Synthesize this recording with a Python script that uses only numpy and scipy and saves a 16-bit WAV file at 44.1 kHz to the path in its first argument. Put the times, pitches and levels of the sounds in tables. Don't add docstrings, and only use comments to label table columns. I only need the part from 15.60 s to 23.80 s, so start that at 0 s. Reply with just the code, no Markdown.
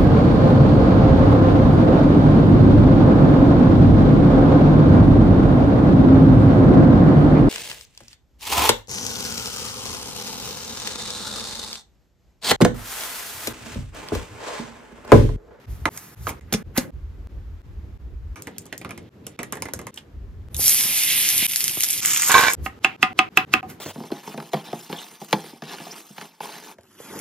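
import sys
import numpy as np
from scipy import signal
from scipy.fft import rfft, irfft, next_fast_len
from scipy.io import wavfile
from scipy.ndimage import uniform_filter1d

SR = 44100
rng = np.random.default_rng(int(sys.argv[2]) if len(sys.argv) > 2 else 0)


def transcribe(u):
    v = np.clip(np.atleast_2d(u).T, -1, 1)
    q = np.round(v * 32767).astype(np.int16)
    wavfile.write(sys.argv[1], SR, q)


N = 361619
T = np.arange(N) / SR


def undb(db):
    return 10 ** (np.asarray(db) / 20)


def unit(x):
    return x / np.sqrt(np.mean(x ** 2, axis=-1, keepdims=True))


def band(x, lo_hz, hi_hz):
    sos = signal.butter(2, [lo_hz, min(hi_hz, .45 * SR)], "bandpass", fs=SR, output="sos")
    return signal.sosfilt(sos, x)


def colour(x, points, share=1):
    hz, db = np.transpose(points)
    size = next_fast_len(N)
    f = np.maximum(np.fft.rfftfreq(size, 1 / SR), 1)
    gain = undb(share * np.interp(np.log(f), np.log(hz), db))
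    return irfft(rfft(x, size) * gain, size)[..., :N]


def walk(rate):
    k = int(SR / rate)
    steps = np.repeat(rng.standard_normal(N // k + 1), k)
    return 1.63 * uniform_filter1d(uniform_filter1d(steps, k), k)[:N]


def fall(t60):
    return np.exp(-np.log(1000) * T[:SR // 4] / t60)


def ring(hz, t60):
    return np.sin(2 * np.pi * hz * T[:SR // 4]) * fall(t60)


def puff(lo_hz, hi_hz, t60):
    x = band(rng.standard_normal(SR // 4) * fall(t60), lo_hz, hi_hz)
    return x / np.abs(x).max()


def click(lo_hz, hi_hz):
    x = band(np.eye(1, SR // 4, 8)[0], lo_hz, hi_hz)
    return x / np.abs(x).max()


def soft(x):
    contact_s = 0.0005
    return x * np.minimum(T[:len(x)] / max(contact_s, 1 / SR), 1)


def hump(db, start, end, rise_db_s, fall_db_s):
    t = T[::40]
    below_db = rise_db_s * np.maximum(start - t, 0) + fall_db_s * np.maximum(t - end, 0)
    return np.interp(T, t, undb(db - below_db))


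CUT_TIMES = [.058, .2905, .549, .797, 1.028, 1.306, 1.672, 2.018, 2.376, 2.752, 3.492, 3.765, 4.309, 4.886,
             5.867, 6.406, 6.951, 7.191, 7.364, 7.531, 7.69, 7.85, 8.01]
SHOT = np.array([0] + [int(s * SR) for s in CUT_TIMES] + [N])


def in_shot(s):
    k = np.searchsorted(SHOT, s * SR, "right")
    out = np.zeros(N)
    out[SHOT[k - 1]:SHOT[k]] = 1
    return out


def add(out, s, x):
    i = int(s * SR)
    end = min(SHOT[np.searchsorted(SHOT, i, "right")], i + len(x))
    out[i:end] += x[:end - i]


# (full from [s], hold [s], level [dB], flutter frequency [Hz])
WIND_GUSTS = [(.1, 0.0068, -25.5, 76.57), (.22, 0, -30.5, 79.43), (.61, 0.068, -31.5, 80.62),
              (.84, 0.002, -36, 73.7), (1.07, 0, -30, 64.43), (1.36, 0, -25.5, 57.94),
              (1.45, 0.38, -35, 58.25), (1.73, 0.22, -33, 60.22), (2.07, 0.74, -33, 60),
              (2.42, 0.92, -33, 58), (4.17, 0.0054, -41, 89.04), (4.55, 0.42, -33.5, 57.37),
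              (4.96, 0, -26.5, 81.66), (7.0, 0.025, -27.5, 85.1), (7.95, 0.19, -48, 86.9)]
# (frequency [Hz], relative level per Hz [dB])
KITCHEN_SPECTRUM = [(45, -41.5), (75, -17), (110, -13.5), (200, -15), (400, -20), (650, -31.5), (1700, -38),
                    (3500, -46), (7000, -53), (9500, -62.5), (12000, -54.5), (14000, -55), (15000, -86.5)]
# (from [s], low hum level [dB], upper hiss level [dB], fade-in after each cut [s])
MIC_SETUPS = [(0, -46, -52.5, 0.027), (.797, -45, -59.5, 0.036), (1.304, -50.5, -60.5, 0.031),
              (2.753, -44.5, -59.5, 0.045), (3.765, -42, -58, 0.046), (4.307, -49, -59.5, 0.028),
              (4.886, -45, -54.5, 0.029), (6.951, -43, -54, 0.039)]
GUST_RISE_DB_S, GUST_FALL_DB_S, STILL_AIR_DB = 297.5, 187, -65


def air():
    wind = undb(STILL_AIR_DB)
    for s, hold, db, _ in WIND_GUSTS:
        wind = wind + hump(db, s, s + hold, GUST_RISE_DB_S, GUST_FALL_DB_S) * in_shot(s)
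    gust_s, _, _, gust_hz = np.transpose(WIND_GUSTS)
    turn = np.exp(2j * np.pi * np.cumsum(np.interp(T, gust_s, gust_hz)) / SR)
    lowpass = signal.butter(2, 24., fs=SR, output="sos")
    eddies = signal.sosfilt(lowpass, rng.standard_normal((4, N)))
    gust, leak = unit(np.real((eddies[:2] + 1j * eddies[2:]) * turn)) * wind
    opposite = np.array([[1], [-1]])

    mid, side = colour(rng.standard_normal((2, N)), KITCHEN_SPECTRUM)
    hum = mid + band(side, 460, 15000) * undb(-2.5) * opposite
    low = colour(hum, [(600, 0), (1300, -30)])
    high = hum - low
    start, hum_db, hiss_db, _ = np.transpose(MIC_SETUPS)
    setup = np.searchsorted(start[1:], T)
    hum = unit(low) * undb(hum_db[setup] + 2 * walk(16.0)) + unit(high) * undb(hiss_db[setup] + walk(4.5))
    return gust + undb(-13.5) * leak * opposite + hum


# (centre [Hz], t60 [s], relative level [dB])
WALL_ECHO = [(150.7, 0.98, -22.5), (512, 0.83, -21.5), (1570, 0.2, -11.5), (3080, 0.11, -23),
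             (6340, 0.11, -8), (11900, 0.18, -19.5)]


def room(x):
    t = T[:SR // 2]
    tail = 0
    for hz, t60, db in WALL_ECHO:
        noise = band(rng.standard_normal((2, len(t))), hz / 2.0, hz * 1.43)
        tail = tail + undb(db - 22.0) * noise * np.exp(-np.log(1000) * t / t60)
    tail = tail * np.minimum(t / 0.0025, 1)
    echoes = [signal.fftconvolve(x[None, a:b], tail, axes=1)[:, :b - a] for a, b in zip(SHOT, SHOT[1:])]
    return np.hstack(echoes)


# (frequency [Hz], left over right, unscaled [dB])
PORT_SHADE = [(60, 0), (200, .5), (380, -1), (700, -2.5), (1290, -5.5), (2380, -4.5), (4400, -2.5),
              (8120, -.5), (15000, 0)]
# (frequency [Hz], counter [rad], pan [rad])
PORT_LEAD = [(0, 0, 0), (1000, -.6, -.6), (2200, -.7, -.2), (3300, .1, .6), (4000, .9, .8),
             (8200, 2.5, 3.14), (12300, 5.6, 6.4), (16000, 7.5, 9.8)]


def ports(x, col, stretch=0.94):
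    size = next_fast_len(N)
    lead_table = np.array(PORT_LEAD)
    lead = np.interp(np.fft.rfftfreq(size, 1 / SR) / stretch, lead_table[:, 0], lead_table[:, col])
    late = irfft(rfft(x, size) * np.exp(-1j * lead), size)[:N]
    return np.array([colour(x, PORT_SHADE, .62), colour(late, PORT_SHADE, -.62)])


MARINADE_S = [(2.76, 3.49), (3.64, 4.42)]
MARINADE_DB, RUSTLE_DB = -47, -61.5


def marinade():
    kneading = sum((T > a) & (T < b) for a, b in MARINADE_S)
    snap_gain = undb(13.7 * rng.standard_normal(N) + MARINADE_DB)
    snaps = (rng.random(N) < 22 / SR) * kneading * snap_gain
    rustle = unit(band(rng.standard_normal(N), 1700, 3900)) * kneading * undb(RUSTLE_DB + walk(30))
    return rustle + signal.fftconvolve(snaps, puff(4000, 15000, .008)[:800])[:N]


# (start [s], strongest [s], end [s], level [dB], low part level [dB])
RUB_STROKES = [(0.033, 0.104, 0.64, -49, -64), (0.174, 0.362, 0.91, -39.5, -47),
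               (0.482, 0.637, 0.8, -44, -59), (0.647, 0.692, 0.72, -25.5, -34.5),
               (0.82, 0.928, 3.2, -56, -47.5), (1.142, 1.168, 1.298, -30.5, -28.5),
               (7.01, 7.057, 7.1, -33.5, -48), (8.07, 8.1, 8.17, -36, -39)]
STROKE_EDGE_DB = 33


def rubbing():
    grain = rng.standard_normal(N) * undb(0.7 * walk(58))
    fine = coarse = 0
    for start, top, end, db, low_db in RUB_STROKES:
        rise_db_s = STROKE_EDGE_DB / max(top - start, .001)
        fall_db_s = STROKE_EDGE_DB / max(end - top, .001)
        press = hump(0, top, top, rise_db_s, fall_db_s) * in_shot(top)
        fine = fine + undb(db) * press
        coarse = coarse + undb(low_db) * press
    return fine * unit(band(grain, 5500, 22000)) + coarse * unit(band(grain, 850, 2300))


# (time [s], level [dB], jar pitch [Hz], jar re level [dB], click re level [dB])
LID_SNAPS = [(0.925, -9, 353, -11, -37), (0.929, -23.5, 229, 7, 11.5), (0.938, -4, 223, -13, -25.5),
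             (0.945, -13.5, 208, 5, -21), (1.176, -14, 356, -6, 7), (1.181, -6.5, 252, -1, -21)]


def lids():
    out = np.zeros(N)
    for s, db, hz, jar_db, click_db in LID_SNAPS:
        jar = ring(hz, 0.069) + undb(-7.5) * ring(2.11 * hz, 0.055)
        snap = click(3870, 14000) + undb(7.0) * puff(6400, 21000, 0.026)
        add(out, s, undb(db) * (puff(420, 8200, 0.026) + undb(jar_db) * jar + undb(click_db) * snap))
    return out


def wet_cavity(hz, t60):
    tone = undb(-2.0) * ring(hz, 0.58 * t60)
    near_noise = undb(-4.5) * puff(hz / 1.26, hz * 1.166, 1.4 * t60)
    broad_noise = undb(-6.0) * puff(hz / 4.9, hz * 1.66, 1.54 * t60)
    return tone + near_noise + broad_noise


# (time [s], low cavity [Hz], its level [dB], high cavity [Hz],
# its level [dB], spray level [dB], thud level [dB], decay scale [s])
BLADE_SLICES = [(.2552, 1735, -0.5, 3200, -12.5, -26, -29, 0.0096),
                (.2602, 1040, -14.5, 2240, -29, -32, -15, 0.021),
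                (.276, 896, -22, 2030, -42, -42, -28, 0.26),
                (.3645, 690, -38.5, 2240, -49, -36, -55, 0.018),
                (.375, 1430, -34, 2160, -34, -21.5, -45, 0.03),
                (.669, 1280, -12.5, 2280, -24, -30, -38, 0.014),
                (.6735, 1160, -15.5, 2250, -31, -44, -26, 0.03),
                (.691, 925, -28, 2280, -23, -45, -30, 0.038), (.703, 880, -36, 2390, -34, -34, -28, 0.1),
                (.81, 1880, -33, 2020, -36, -44.5, -60, 0.014)]
# (time [s], low cavity [Hz], its level [dB], high cavity [Hz],
# its level [dB], spray level [dB], thud of the plate level [dB])
FINGER_SMACKS = [(2.758, 1230, -22, 2280, -24, -24.5, -28), (2.8709, 1530, -43, 1960, -24, -30.5, -27.5),
                 (2.9635, 890, -56, 3320, -47, -60, -54), (3.0558, 1000, -55, 1680, -55, -39, -37),
                 (3.0648, 890, -49, 3280, -48, -40, -46), (3.1263, 3070, -30, 1880, -21, -32.5, -27),
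                 (3.214, 880, -50, 2240, -30, -40, -29.5), (3.2477, 1230, -26.5, 2200, -26, -39, -27),
                 (3.2921, 1370, -43, 2240, -32, -39, -30.5), (3.308, 1250, -27, 2400, -27, -31, -32.5),
                 (3.377, 1010, -55, 2150, -32.5, -35.5, -32), (3.6668, 1430, -44, 2850, -31.5, -25, -30.5),
                 (3.7902, 1380, -25, 2300, -18.5, -25.5, -20), (3.8311, 1190, -29, 1920, -25, -24.5, -33),
                 (3.924, 1200, -22, 3000, -29, -15.5, -24.5), (3.9292, 1370, -25, 2370, -26, -36, -45),
                 (3.9548, 970, -41, 2060, -35, -34, -30), (3.9703, 910, -32, 1880, -30, -35, -31),
                 (4.022, 1020, -24.5, 2320, -23.5, -17.5, -26.5), (4.0549, 900, -37, 2078, -24.5, -30, -26),
                 (4.0854, 920, -30, 2080, -30.5, -39, -38), (4.1355, 1500, -27, 1820, -36, -19.5, -25),
                 (4.191, 1190, -31.5, 2100, -30.5, -29.5, -27), (4.215, 1080, -41, 1810, -48, -38, -33),
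                 (4.2685, 1105, -28, 2060, -28.5, -28, -34), (4.342, 1800, -59, 6400, -49, -34, -51),
                 (4.3603, 1800, -51, 7300, -42, -40, -52), (4.3748, 1860, -44, 3130, -23, -34, -41),
                 (4.9449, 1640, -49, 3600, -27.5, -24, -55), (4.966, 925, -54, 3530, -42, -20, -41)]
SMACK_DECAY_S = 0.045


def wet(events):
    out = np.zeros(N)
    for s, low_hz, low_db, high_hz, high_db, spray_db, thud_db, t60 in events:
        cavity = undb(low_db) * wet_cavity(low_hz, t60) + undb(high_db) * wet_cavity(high_hz, t60)
        spray = undb(4.0) * click(3900, 19000) + undb(7.5) * puff(5800, 11240, 0.012)
        spray = spray + undb(-16.5) * puff(4500, 17000, 0.38 * t60)
        add(out, s, soft(cavity + undb(thud_db) * puff(83, 580, 0.12)) + undb(spray_db) * spray)
    return out


# (sizzle full [s], end [s], base level [dB], fine spray re base [dB],
# big bubbles re base [dB], their delay [s], share of single pops [factor])
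SIZZLE_SHOTS = [(5.008, 5.86, -29, 7, 1, 0.53, 0.47), (5.87, 6.419, -36.5, 7, -2, 0.13, 0.86),
                (6.409, 6.798, -28.5, -2.5, -7.5, 0.17, 1.55)]
# (low edge [Hz], high edge [Hz])
BUBBLE_BANDS = [(4200, 8200), (8200, 14000), (1850, 4200), (500, 1850)]
# (time [s], fine snap level [dB], deeper pop level [dB])
FAT_BURSTS = [(5.0596, -5, -22.5), (5.063, -16, -12), (5.08, 3, -24.5), (5.0945, -3.5, -11),
              (5.112, -6.5, -17), (5.1224, -9, -13), (5.2005, -17, -16), (5.209, -8, -6),
              (5.2366, -15, -19), (5.4352, -5.5, -20), (5.6889, -2, -30), (5.7793, -3, -22),
              (5.912, -17, -18), (5.9195, -13, -27), (5.9352, -11.5, -12), (5.9598, -2, -11.5),
              (5.9696, -11.5, -27), (6.006, -6, -13), (6.013, -12.5, -12), (6.0412, -3.5, -17),
              (6.0803, -4, -13), (6.0948, -12, -14.5), (6.2065, -5, -11), (6.2154, -10, -26),
              (6.2233, -9, -24), (6.2322, -9, -9.5), (6.2363, -0.5, -14), (6.244, -12.5, -17),
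              (6.287, -8.5, -34), (6.3034, -8, -15), (6.3076, -3, -28), (6.33, -7.5, -23),
              (6.4499, -11, -7), (6.4587, -1.5, -13), (6.465, -14.5, -37), (6.4712, -13, -18),
              (6.478, -12, -12), (6.5618, -13, -6), (6.5705, -15, -14), (6.5739, -6, -23),
              (6.6206, -6, -27), (6.6318, -10, -11), (6.6453, -10, -27), (6.6492, -12, -30),
              (6.6848, -5, -29), (6.6922, -8, -19), (6.718, 1.5, -23), (6.935, -4, -20)]
# (time [s], peak level [dB])
SETTLING_THUDS = [(4.992, -24.5), (5.825, -23), (6.172, -22)]
FLARE_PART = [
    [0.52],
    [0.46],
]
SIZZLE_RISE_DB_S, SIZZLE_FALL_DB_S, SPRAY_EARLY_S, BIG_RISE_DB_S = 595, 61, 0.014, 13
FLARE_FULL_S, FLARE_FALL_FROM_S, FLARE_DB, FLARE_RISE_DB_S, FLARE_FALL_DB_S = 5.065, 5.06, 6, 487, 108


def frying():
    size_db = np.minimum(1.74 * rng.exponential(size=(2, N)), 15)
    pops = (rng.random((2, N)) < 300 / SR) * undb(size_db)
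    pops = uniform_filter1d(pops, size=30) * 30
    lively, gains = 0, 0
    for full, end, db, spray_db, big_db, late, share in SIZZLE_SHOTS:
        heat = [hump(db + d, full - early, end, SIZZLE_RISE_DB_S, SIZZLE_FALL_DB_S)
                for d, early in [(0, 0), (spray_db, SPRAY_EARLY_S), (big_db, 0), (-19, 0)]]
        heat[2] = heat[2] * hump(0, full + late, end, BIG_RISE_DB_S, 0)
        gains = gains + np.array(heat) * in_shot(full)
        lively = lively + share * in_shot(full)
    flare = hump(FLARE_DB, FLARE_FULL_S, FLARE_FALL_FROM_S, FLARE_RISE_DB_S, FLARE_FALL_DB_S)
    gains[:2] *= 1 + np.array(FLARE_PART) * flare
    spots = 0
    for hz, gain in zip(BUBBLE_BANDS, gains):
        popping = rng.standard_normal((2, N)) * (1 + lively * pops)
        spots = spots + unit(band(band(popping, *hz), *hz)) * gain * undb(walk(25))
    spots = spots * undb([[1.5], [-5]])
    for s, snap_db, pop_db in FAT_BURSTS:
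        snap = undb(-2.5) * click(4900, 8000) + undb(2.0) * puff(6000, 13300, 0.0079)
        add(spots[0], s, undb(snap_db) * snap + undb(pop_db) * puff(2010, 5400, 0.0092))
    for s, peak_db in SETTLING_THUDS:
        add(spots[0], s, undb(peak_db) * puff(90, 570, 0.035))
    return spots


# (time [s], level [dB], clang tilt [dB per octave],
# longest t60 until the grate damps it, shorter for broad modes [s])
PAN_JOLTS = [(6.697, -10, 7, 0.092), (6.708, -9, 3, 0.067), (6.72, -19, 21, 0.092), (6.7426, -2, 20, 0.1),
             (6.752, -3, -24, 0.13), (6.764, -2.5, -5, 0.14), (6.781, -3.5, 19, 0.11),
             (6.7936, -4.5, -23, 0.095), (6.826, -13, 21, .05), (6.836, -3.5, -16, 0.083),
             (6.8703, -15, 27, .15), (6.883, -16, 33, 0.081)]
# (frequency [Hz], nominal width [Hz], level [dB])
PAN_MODES = [(486, 39, -15.5), (863, 35, -25), (1080, 85, 7.5), (1547, 110, 10), (1980, 140, -12),
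             (2302, 36, -6), (3520, 110, -9), (3830, 150, -7.5), (4280, 120, -34.5)]
DRAG_FROM_S, DRAG_TO_S, DRAG_DB, DRAG_RISE_DB_S, DRAG_FALL_DB_S = 6.705, 6.89, -30, 497, 600
CHATTER_DB, CHATTER_FALL_DB_S = -22.5, 698


def pan():
    slide = hump(DRAG_DB, DRAG_FROM_S, DRAG_TO_S, DRAG_RISE_DB_S, DRAG_FALL_DB_S)
    for s, db, *_ in PAN_JOLTS:
        slide = slide + hump(db + CHATTER_DB, s, s, 9000, CHATTER_FALL_DB_S)
    grit = unit((rng.random(N) < 1400 / SR) * rng.standard_normal(N))
    slips = (grit + .4 * rng.standard_normal(N)) * undb(walk(140)) * slide
    modes = 0
    for hz, width, db in PAN_MODES:
        resonator = signal.iirpeak(hz, hz / (1.5 * width), fs=SR)
        modes = modes + undb(db) * np.sqrt(300 / width) * signal.lfilter(*resonator, slips)
    out = undb(11.0) * modes + undb(2.0) * band(slips, 390, 3200)
    for s, db, tilt_db, t60 in PAN_JOLTS:
        clang = 0
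        for hz, width, mode_db in PAN_MODES:
            octaves = np.clip(np.log2(hz / 1280), -.6, .6)
            gain = undb(mode_db + tilt_db * octaves + rng.standard_normal())
            pitch = hz * (1 + 0.0035 * rng.standard_normal())
            clang = clang + gain * ring(pitch, t60 * min(50 / width, 1))
        add(out, s, undb(db - 14.5) * (clang + undb(1.0) * puff(300, 4400, 0.015)))
    return out * in_shot(DRAG_FROM_S)


# (time [s], crack level [dB], then relative to it: edge click [dB], thud [dB],
# swell before the strike [dB], board ring [dB]; ring tilt [dB per octave],
# factor on the ring time of the board)
KNIFE_CHOPS = [(7.062, -15.5, -20.5, -13, -15, 12, 10, 0.52), (7.246, 2.5, -17, -21.5, -22, -5, 3.5, 1.16),
               (7.428, 2, -14.5, -18.5, -22.5, -4.5, -2, 2), (7.5902, 2, -14, -18.5, -19, 0, -3.5, 1.2),
               (7.7728, 4, -8, -22, -27, -4.5, -5, 1.3), (7.938, 2.5, -12, -19, -18.5, -9, -9, 1.74),
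               (8.029, -31, 1, -0.5, -26, 20.5, -15, 0.64)]
# (frequency [Hz], relative level [dB], t60 [s])
BOARD_MODES = [(746, -4, 0.16), (755, -5, 0.17), (890, -14, 0.1), (1034, -4, 0.08), (1220, 2.5, 0.07),
               (1420, -12, 0.05), (1800, -7, 0.049), (2080, -15, 0.086), (4200, -35, .04)]
CRACK_HZ, FAR_END_PITCH, FAR_END_UNTIL_S = 2610, 1.035, 7.3


def knife():
    out = np.zeros(N)
    for s, db, edge_db, thud_db, swell_db, ring_db, tilt_db, ring_factor in KNIFE_CHOPS:
        place = FAR_END_PITCH if s < FAR_END_UNTIL_S else 1
        spread = undb(1.5 * rng.standard_normal(len(BOARD_MODES)))
        board = 0
        for chance, (hz, mode_db, t60) in zip(spread, BOARD_MODES):
            gain = chance * undb(mode_db + tilt_db * np.log2(hz / 1000))
            board = board + gain * ring(hz * place, t60 * ring_factor)
        crack = ring(CRACK_HZ * place, 0.022) + undb(-0.5) * puff(1070, 2670, 0.025)
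        crack = crack + undb(-26.0) * puff(1900, 3120, 0.31)
        strike = soft(undb(db) * crack + undb(db + ring_db - 17.0) * board)
        edge = undb(db + edge_db) * puff(5000, 22000, 0.0051)
        thud = undb(db + thud_db) * puff(187, 380, 0.1)
        add(out, s, strike + edge + thud)
        swell = puff(890, 8000, 0.038) + undb(-19.5) * puff(1900, 4600, 0.089)
        add(out, s - 1500 / SR, undb(db + swell_db) * swell[1500::-1])
    return out


# (frequency [Hz], level [dB])
LAST_PAN_COLOUR = [(700, -7.5), (1300, 7.5), (3300, -2.5), (5000, -10), (7000, 4.5), (10000, 1)]


def scene():
    smacks = [(*row, SMACK_DECAY_S) for row in FINGER_SMACKS]
    near = knife() + lids() + wet(BLADE_SLICES) + wet(smacks) + marinade() + rubbing() + pan()
    under, around = frying()
    far = ports(around, col=1)
    first_pans = ports(under, col=2) + far
    last_pan = colour(ports(under, col=2, stretch=1.23) + far, LAST_PAN_COLOUR)
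    fat = np.where(T < 6.406, first_pans, last_pan)
    return ports(near, col=1) + fat + air() + room(near + under + around)


def record(dry):
    dry = signal.sosfilt(signal.butter(4, 36., "highpass", fs=SR, output="sos"), dry)
    dry = colour(dry, [(13600, -2.0), (14600, -6.0), (16000, -16.5)])
    start, _, _, fade_s = np.transpose(MIC_SETUPS)
    since_cut = T - SHOT[np.searchsorted(SHOT, np.arange(N), "right") - 1] / SR
    fade_time = np.maximum(fade_s[np.searchsorted(start[1:], T)], .002)
    fade = np.where(T < CUT_TIMES[0], 1, np.minimum(since_cut / fade_time, 1))
    top_cut = signal.ellip(8, .2, 70, 15800, fs=SR, output="sos")
    return signal.sosfilt(top_cut, np.clip(dry * fade, -1, 1))


dry = scene()
out = record(dry)
transcribe(out)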